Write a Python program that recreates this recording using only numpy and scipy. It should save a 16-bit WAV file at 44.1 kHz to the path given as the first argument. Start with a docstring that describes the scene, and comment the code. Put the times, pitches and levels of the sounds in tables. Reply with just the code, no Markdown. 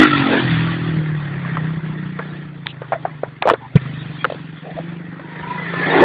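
"""A small single-cylinder motorbike barks loudly, slows and fades as it rides off; later it is heard
faintly, then grows fast and loud again. Each firing excites harmonics in the exhaust pipe; flow noise, a
mechanical rasp and briefly singing panels join them, the last two swelling once a firing.
Close by, handling clicks on the plastic case of a small camera, with a creaking rattle near 3.5 s: decaying
modes and noise. Its narrow microphone channel clips on the loudest moments, and its electronics hiss faintly."""
import sys
import numpy as np
from scipy import signal
from scipy.fft import rfft, irfft, next_fast_len
from scipy.io import wavfile
from scipy.ndimage import uniform_filter1d, map_coordinates

SR = 44100
rng = np.random.default_rng(int(sys.argv[2]) if len(sys.argv) > 2 else 0)


def file_out(sig):
    """Save sig as 16-bit WAV at sys.argv[1]."""
    # one column per channel
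    cols = np.atleast_2d(sig).T
    # limit, then scale
    lim = np.clip(cols, -1, 1)
    pcm = np.round(lim * 32767).astype(np.int16)
    wavfile.write(sys.argv[1], SR, pcm)


N = 266364


def amp(db):
    """Decibel law: the amplitude gain of a level in dB."""
    return 10 ** (np.asarray(db) / 20)


def unit(x):
    """Power normalization: x at rms 1."""
    return x / np.sqrt(np.mean(x ** 2) + 1e-20)


def curves(rows):
    """Linear interpolation in time: one value per sample for each column after the time."""
    s, *columns = np.transpose(rows)
    return [np.interp(np.arange(N) / SR, s, column) for column in columns]


def wobble(rate, size=N):
    """Band-limited random modulation: a smooth curve through random knots, rate knots a second."""
    knots = rng.standard_normal(int(size * rate / SR) + 4)
    return map_coordinates(knots, [np.arange(size) * rate / SR])


def filtered(x, response):
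    """Linear filtering: the spectrum of x times a response of frequency in Hz."""
    m = next_fast_len(N + SR // 2)
    hz = np.fft.rfftfreq(m, 1 / SR)
    return irfft(rfft(x, m) * response(hz), m)[:N]


def rush(spectrum, patchy_db):
    """Spectral shaping: coloured noise of rms 1 whose time-frequency patches vary at random in gain."""
    z = signal.stft(rng.standard_normal(N), nperseg=512)[2]
    field = uniform_filter1d(rng.standard_normal(z.shape), size=3, axis=0)  # across frequency
    field = uniform_filter1d(field, size=6, axis=1)  # across time
    noise = signal.istft(z * amp(patchy_db * unit(field)), nperseg=512)[1][:N]
    f, db = np.transpose(spectrum)
    return unit(filtered(noise, lambda hz: amp(np.interp(np.log(hz + 1), np.log(f + 1), db))))


def ringing(turns, rate, centre_hz, width_hz, count, broken):
    """Resonance: firing harmonics weighted by three equal poles, each drifting a little; rms near 1."""
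    wave, power, jitter = np.zeros(N), np.zeros(N), .04 * wobble(12)
    for k in range(1, count):
        off = 2 * (k * rate - centre_hz) / width_hz
        gain = (1 + off ** 2) ** -1.5 * amp(2.5 * broken * wobble(6 * broken))
        lag = 3 * np.arctan(off)
        drift = k * (jitter + .02 * wobble(9))
        wave += gain * np.cos(2 * np.pi * k * turns - lag + drift)
        power += gain ** 2 / 2
    return wave / np.sqrt(power)


def singing(rows, clear):
    """Narrow-band modulation: short sines smeared by complex noise, with a clear share left."""
    out = np.zeros(N + SR)
    for s, length, hz, width_hz, db in rows:
        t = np.arange(int(length * SR)) / SR
        fuzz = clear + wobble(width_hz, size=len(t)) + 1j * wobble(width_hz, size=len(t))
        tone = unit(np.imag(fuzz * np.exp(2j * np.pi * hz * t)))
        swell = np.sin(np.pi * t / length) ** 0.8
        out[round(s * SR):][:len(t)] += amp(db) * swell * tone
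    return out[:N]


# Firing rate of the cylinder: time_s [s], rate_hz [firings/s]
FIRING_RATE = [(0.0, 53.0), (0.2, 45.9), (0.4, 43.8), (0.55, 39.6), (0.7, 41.3), (1.1, 38.3), (1.6, 31.2),
               (1.8, 32.0), (1.9, 30.9), (2.5, 30.0), (2.87, 25.4), (3.05, 27.1), (3.28, 22.2), (3.6, 24.1),
               (3.75, 26.4), (4.0, 24.8), (4.22, 22.5), (4.4, 23.3), (4.62, 21.9), (4.9, 24.5), (5.1, 24.6),
               (5.8, 28.9), (5.9, 31.8), (6.04, 39.4)]
# Firings that fail: time_s [s], gain_db [dB]
FAILED_FIRINGS = [(1.812, -16), (4.6, -9)]
MISFIRE_S = .013  # half width of each gap, where its dip in dB has fallen to 1/e


def firings():
    """Periodic excitation: rate, its integral in cycles, and the random strength of each firing."""
    rate, = curves(FIRING_RATE)
    turns = np.cumsum(rate) / SR + 0.3028
    strength = amp(rng.standard_normal(400)[turns.astype(int) % 400])  # no two firings alike
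    t = np.arange(N) / SR
    gaps_db = sum(db * np.exp(-((t - s) / MISFIRE_S) ** 2) for s, db in FAILED_FIRINGS)
    strength = uniform_filter1d(strength, size=200) * amp(gaps_db)
    return rate, turns, strength


# Low pipe resonance, before firing strength: time_s [s], level_db [dB], centre_hz [Hz]
PIPE_BOOM = [(0, -41, 201), (.13, -22, 150), (.22, -18.5, 138), (.26, -34, 149), (.4, -33, 135),
             (.43, -20, 135), (.6, -14.5, 140), (.77, -23, 151), (.92, -18.5, 154), (1.3, -24, 149),
             (1.65, -21, 159), (1.9, -24, 168.7), (2.4, -31, 163.6), (2.9, -35.5, 137.7), (3.12, -33, 146),
             (3.5, -42.5, 137), (3.72, -37.5, 135), (3.8, -25.5, 135), (4.05, -28.5, 148.5),
             (4.28, -35.5, 153), (4.42, -32, 156), (4.6, -34.5, 160.6), (4.9, -28.5, 164.3),
             (5.25, -35, 160.5), (5.7, -28, 162.3), (5.86, -25, 169.8), (6.04, -24, 181)]
# Upper pipe resonance, before its trim and firing strength: time_s [s], level_db [dB], centre_hz [Hz]
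PIPE_BARK = [(0, -0.5, 294.6), (.1, -17.5, 286), (.28, -13, 267.4), (.45, -21.5, 283), (.7, -27.5, 294),
             (.9, -25.5, 309), (1.1, -32.5, 332), (1.22, -40.5, 314), (1.5, -34, 272), (1.8, -36, 310),
             (2.4, -39, 307), (2.95, -51, 266), (3.1, -43.5, 258), (3.4, -45, 274), (3.75, -44.5, 260),
             (3.92, -32.5, 248), (4.1, -43, 259), (4.3, -35.5, 263), (4.65, -43, 281), (4.8, -35, 303),
             (5.3, -38.5, 306), (5.62, -44.5, 327), (5.82, -32.5, 377), (5.93, -27.5, 368), (6, -10.5, 390),
             (6.04, -12, 390)]
# Relative spectrum of the exhaust flow noise: frequency_hz [Hz], density_db [dB per Hz]
FLOW_SPECTRUM = [(15, -18), (35, -10.5), (60, -8), (90, -2), (130, 3.5), (190, -3), (240, -12), (320, -51)]


def exhaust(rate, turns, strength):
    """Pipe resonance: boom and bark select firing harmonics, and turbulent flow noise follows both levels."""
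    (boom_db, boom_hz), (bark_db, bark_hz) = curves(PIPE_BOOM), curves(PIPE_BARK)
    boom = amp(boom_db) * ringing(turns, rate, boom_hz, width_hz=46.2, count=10, broken=0.99)
    bark = amp(bark_db - 2.5) * ringing(turns, rate, bark_hz, width_hz=130, count=22, broken=1.2)
    flow = (amp(boom_db - 13.5) + amp(bark_db - 16.5)) * rush(FLOW_SPECTRUM, patchy_db=4.5)
    return strength * (boom + bark + flow)


# Rasp levels before modulation: time_s [s], low_band_db [dB], high_band_db [dB]
RASP_LEVELS = [(0, -10, -9.5), (.05, -25, -17), (.12, -30.5, -26.5), (.33, -19, -25), (.5, -31.5, -27),
               (.62, -31, -26.5), (.75, -35.5, -31.5), (1.05, -39.5, -35.5), (1.4, -39, -36),
               (1.53, -34.5, -33.5), (1.72, -39.5, -38), (2.1, -44.5, -42), (2.3, -43, -40),
               (2.6, -50, -48.5), (3, -41.5, -45.5), (3.4, -52, -49), (3.72, -49, -47.5), (3.82, -42, -38),
               (4.05, -44, -41.5), (4.35, -41.5, -44.5), (4.5, -48.5, -46), (4.85, -44, -41.5),
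               (5.1, -45.5, -45), (5.5, -37.5, -35.5), (5.75, -32, -28), (5.9, -20.5, -23), (6, -10, -17.5),
               (6.04, -6.5, -21.5)]
# Hiss relative to the high rasp, strong while the tail pipe points this way: time_s [s], level_db [dB]
HISS_LEVEL = [(0, -11), (.12, -1.5), (.6, -3.5), (.9, -8), (1.4, -11), (2.6, -7.5), (3.7, -8), (4.3, -2),
              (5.1, -11), (6.04, -10)]
# Relative spectra of low rasp, high rasp and hiss, each: frequency_hz [Hz], density_db [dB per Hz]
LOW_SPECTRUM = [(180, -65), (260, 4), (330, 4.5), (450, 1.5), (600, -3), (800, -2.5), (1100, -4),
                (1300, -33), (1700, -70)]
HIGH_SPECTRUM = [(590, -34.5), (1000, -4), (1060, -10.5), (1120, -0.5), (1220, -0.5), (1370, 2.5),
                 (1530, 0.5), (1870, 5), (2040, 1), (2700, -14.5), (3510, -47), (5940, -120)]
HISS_SPECTRUM = [(1470, -27.5), (2500, -0.5), (2870, -3), (3470, 0), (3990, -14), (4420, -16), (4700, -14),
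                 (6110, -49.5), (10300, -120)]


def mechanical_rasp(beat):
    """Amplitude modulation: three noise bands swell with each firing under a fast random crackle."""
    low_db, high_db = curves(RASP_LEVELS)
    hiss_db = high_db + curves(HISS_LEVEL)[0]
    rasp = amp(low_db) * rush(LOW_SPECTRUM, patchy_db=2.5)
    rasp += amp(high_db) * rush(HIGH_SPECTRUM, patchy_db=3.0)
    rasp += amp(hiss_db) * rush(HISS_SPECTRUM, patchy_db=3.0)
    return rasp * amp(0.8 * beat + 0.8 * wobble(16) + 1.2 * wobble(180))


# Panels of the bike shaken into brief resonance; level before firing modulation and trim:
# start_s [s], length_s [s], pitch_hz [Hz], smear_rate [noise knots/s], level_db [dB]
PANEL_TONES = [(.015, 0.057, 1374, 122, -9.5), (.105, 0.063, 1339, 108, -12.5),
               (.01, 0.046, 1950, 197, -10), (.16, 0.16, 1347, 220, -22.5), (.3, 0.13, 1630, 291, -18),
               (.55, 0.25, 1150, 38, -33), (1.59, 0.041, 1876, 108, -31), (1.96, 0.13, 1895, 149, -38),
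               (2.2, 0.054, 1665, 109, -32), (5.18, 0.57, 947, 60, -37), (5.4, 0.24, 981, 70, -29.5),
               (5.47, 0.12, 998, 71, -24.5), (5.56, 0.12, 1994, 85.6, -26), (5.74, 0.093, 1027, 31, -29.5),
               (5.64, 0.41, 1760, 63, -24.5), (5.81, 0.06, 1710, 81.4, -14.5),
               (5.905, 0.02, 3670, 101, -20.5), (6, 0.049, 1760, 57.5, -16)]


def panels(beat):
    """Forced vibration: brief panel resonances swell and sink once a firing."""
    return amp(3.1 * beat - 4.0) * singing(PANEL_TONES, clear=0.71)


def engine():
    """Common excitation: one firing cycle drives the exhaust, the rasp and the panels."""
    rate, turns, strength = firings()
    beat = np.cos(2 * np.pi * (turns - .2))
    return exhaust(rate, turns, strength) + mechanical_rasp(beat) + panels(beat)


# Handling clicks on the case, with a creaking rattle near 3.5 s;
# levels before the trims below, edge and rattle relative to the body:
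# start_s [s], level_db [dB], pitch_hz [Hz], swell_ms [ms to the envelope's peak], edge_db [dB], rattle_db [dB]
CASE_CLICKS = [(1.449, -18.5, 1110, 2.1, -40, -30), (1.57, -8, 1040, 0.93, -20.5, -10),
               (2.19, -14.5, 1270, 0.56, -33, 1.5), (2.659, -24, 894, 2.2, -5, -19.5),
               (2.668, -16, 1550, 0.8, 12.5, -13), (2.818, -13, 488, 1.56, -22, -10.5),
               (2.921, -3, 696, 1.25, -34, -8), (2.93, -4, 690, 1.9, -45, -7),
               (3.051, -5, 723, 2.4, -50, -13), (3.234, -2, 518, 1.26, -34, -19),
               (3.423, -6, 770, 1.4, 0.5, -4.5), (3.454, -3.5, 520, 3, -26, -28),
               (3.464, -8, 575, 2.9, -24, -37), (3.474, 4.5, 700, 0.73, -22, -22),
               (3.479, -1, 595, 1.2, -20, -17), (3.484, -0.5, 700, 1.05, -17, -31),
               (3.49, 6.5, 890, .43, -26, -15), (3.499, 4.5, 1052, 1.4, -25.5, -11),
               (3.508, -2, 630, 1.7, -17, -20), (3.515, 1.5, 453, 1.2, -27, -44),
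               (3.519, -8.5, 433, 2.4, -19, -14.5), (3.535, -3.5, 454, 2.2, -15, -8),
               (3.755, -9.5, 433, 4.2, -12, -6), (3.86, -29, 1190, 1.6, -14, -10),
               (4.104, -32, 400, 1.8, -9, -23), (4.244, -2.5, 1320, 1.2, -15, -10),
               (4.251, -0.5, 1270, 0.76, -37, -42), (4.3, -11, 590, 1.9, -15, -26),
               (4.322, -9, 522, 1.2, -15, -27), (4.345, -20, 480, 2, -11, -17),
               (4.787, -15, 614, 1.6, -21, -20), (5.194, -27.5, 570, 1.6, -12, 0.5),
               (5.737, -13, 477, 2.4, -16, -2)]
SIDE_MODES_DB = -16  # each mode of the case beside its body tone


def clicks():
    """Impact response: a few cycles of falling pitch in the case, a sharp noise edge and a decaying rattle."""
    out, t = np.zeros(N + SR), np.arange(SR // 8) / SR
    edge_band = signal.butter(4, [1500, 3700], "band", fs=SR, output="sos")
    rattle_band = signal.butter(4, [400, 1700], "band", fs=SR, output="sos")
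    for s, db, hz, swell_ms, edge_db, rattle_db in CASE_CLICKS:
        noise = rng.standard_normal((2, len(t)))
        u = 1000 * t / swell_ms
        swell = (u * np.exp(1 - u)) ** 1.4
        # the pitch starts a third high and sags to its final value
        phase = 2 * np.pi * hz * (t + 0.00023 * (1 - np.exp(-t / 0.00068)))
        side_modes = np.sin(.55 * phase) + np.sin(1.65 * phase) + np.sin(2.216 * phase)
        body = np.sin(phase) + amp(SIDE_MODES_DB) * side_modes
        edge = amp(edge_db + 5) * signal.sosfilt(edge_band, noise[0])
        decay = amp(rattle_db + 11.5 - 60 * t / 0.068)  # 60 dB in 68 ms
        rattle = decay * (1 - np.exp(-u)) * signal.sosfilt(rattle_band, noise[1])
        out[round(s * SR):][:len(t)] += amp(db - 3.0) * (swell * (body + edge) + rattle)
    return out[:N]


# A palm bumps the case: start_s [s], level_db [dB], pitch_hz [Hz], length_s [s]
PALM_THUMP = (3.754, 3.4, 146.4, 0.019)


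def thump():
    """Low-frequency impact: a palm bump as a short sine of inverted polarity under a skewed arch."""
    out = np.zeros(N)
    s, db, hz, length = PALM_THUMP
    t = np.arange(int(length * SR)) / SR
    arch = np.sin(np.pi * (t / length) ** .7)
    out[round(s * SR):][:len(t)] -= amp(db) * arch * np.sin(2 * np.pi * hz * t)
    return out


# Short noise bands and blurred rings, some alongside the clicks:
# start_s [s], length_s [s], pitch_hz [Hz], smear_rate [noise knots/s], level_db [dB]
BLURRED_BANDS = [(2.67, 0.057, 3140, 1550, -37.5), (2.82, 0.05, 1200, 710, -42),
                 (2.93, 0.041, 654, 116, -24.5), (3.055, .05, 984, 746, -39), (3.24, .04, 790, 492, -39.5),
                 (3.418, 0.01, 930, 510, -21), (3.46, 0.072, 2816, 1200, -35), (3.43, 0.04, 2260, 396, -38),
                 (3.605, 0.072, 906, 292, -35), (3.76, 0.027, 2000, 1250, -27.5),
                 (3.98, 0.057, 3560, 590, -40.5), (4.18, 0.06, 3280, 203, -37.5),
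                 (4.18, 0.068, 2250, 504, -40), (4.243, 0.0168, 466, 103, -15.5),
                 (4.63, 0.11, 604, 410, -34), (4.76, 0.057, 632, 313, -28.5)]


def blurred_bands():
    """Random modulation of a carrier: short noise bands, from broad hiss to blurred ringing."""
    return singing(BLURRED_BANDS, clear=0)


def scene():
    """Superposition: the bike and the handling of the camera."""
    return (engine() + clicks() + thump() + blurred_bands())[None]


MIC_HZ, TOP_HZ = 4950, 10450  # upper limits before and after clipping, in Hz
INPUT_HISS_DB = -83  # white noise of the camera's own electronics, before the upper limit


def record(dry):
    """Nonlinear distortion: clipping a narrow, bass-weak channel splatters above its band."""
    edge = lambda hz, top_hz: np.clip((top_hz - hz) / 400, 0, 1) ** 2
    heard = filtered(dry[0], lambda hz: edge(hz, MIC_HZ) * 1j * hz / (70 + 1j * hz))
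    clipped = np.clip(heard, -1, 1) + amp(INPUT_HISS_DB) * rng.standard_normal(N)
    return np.clip(filtered(clipped, lambda hz: edge(hz, TOP_HZ)), -1, 1)[None]


dry = scene()
out = record(dry)
file_out(out)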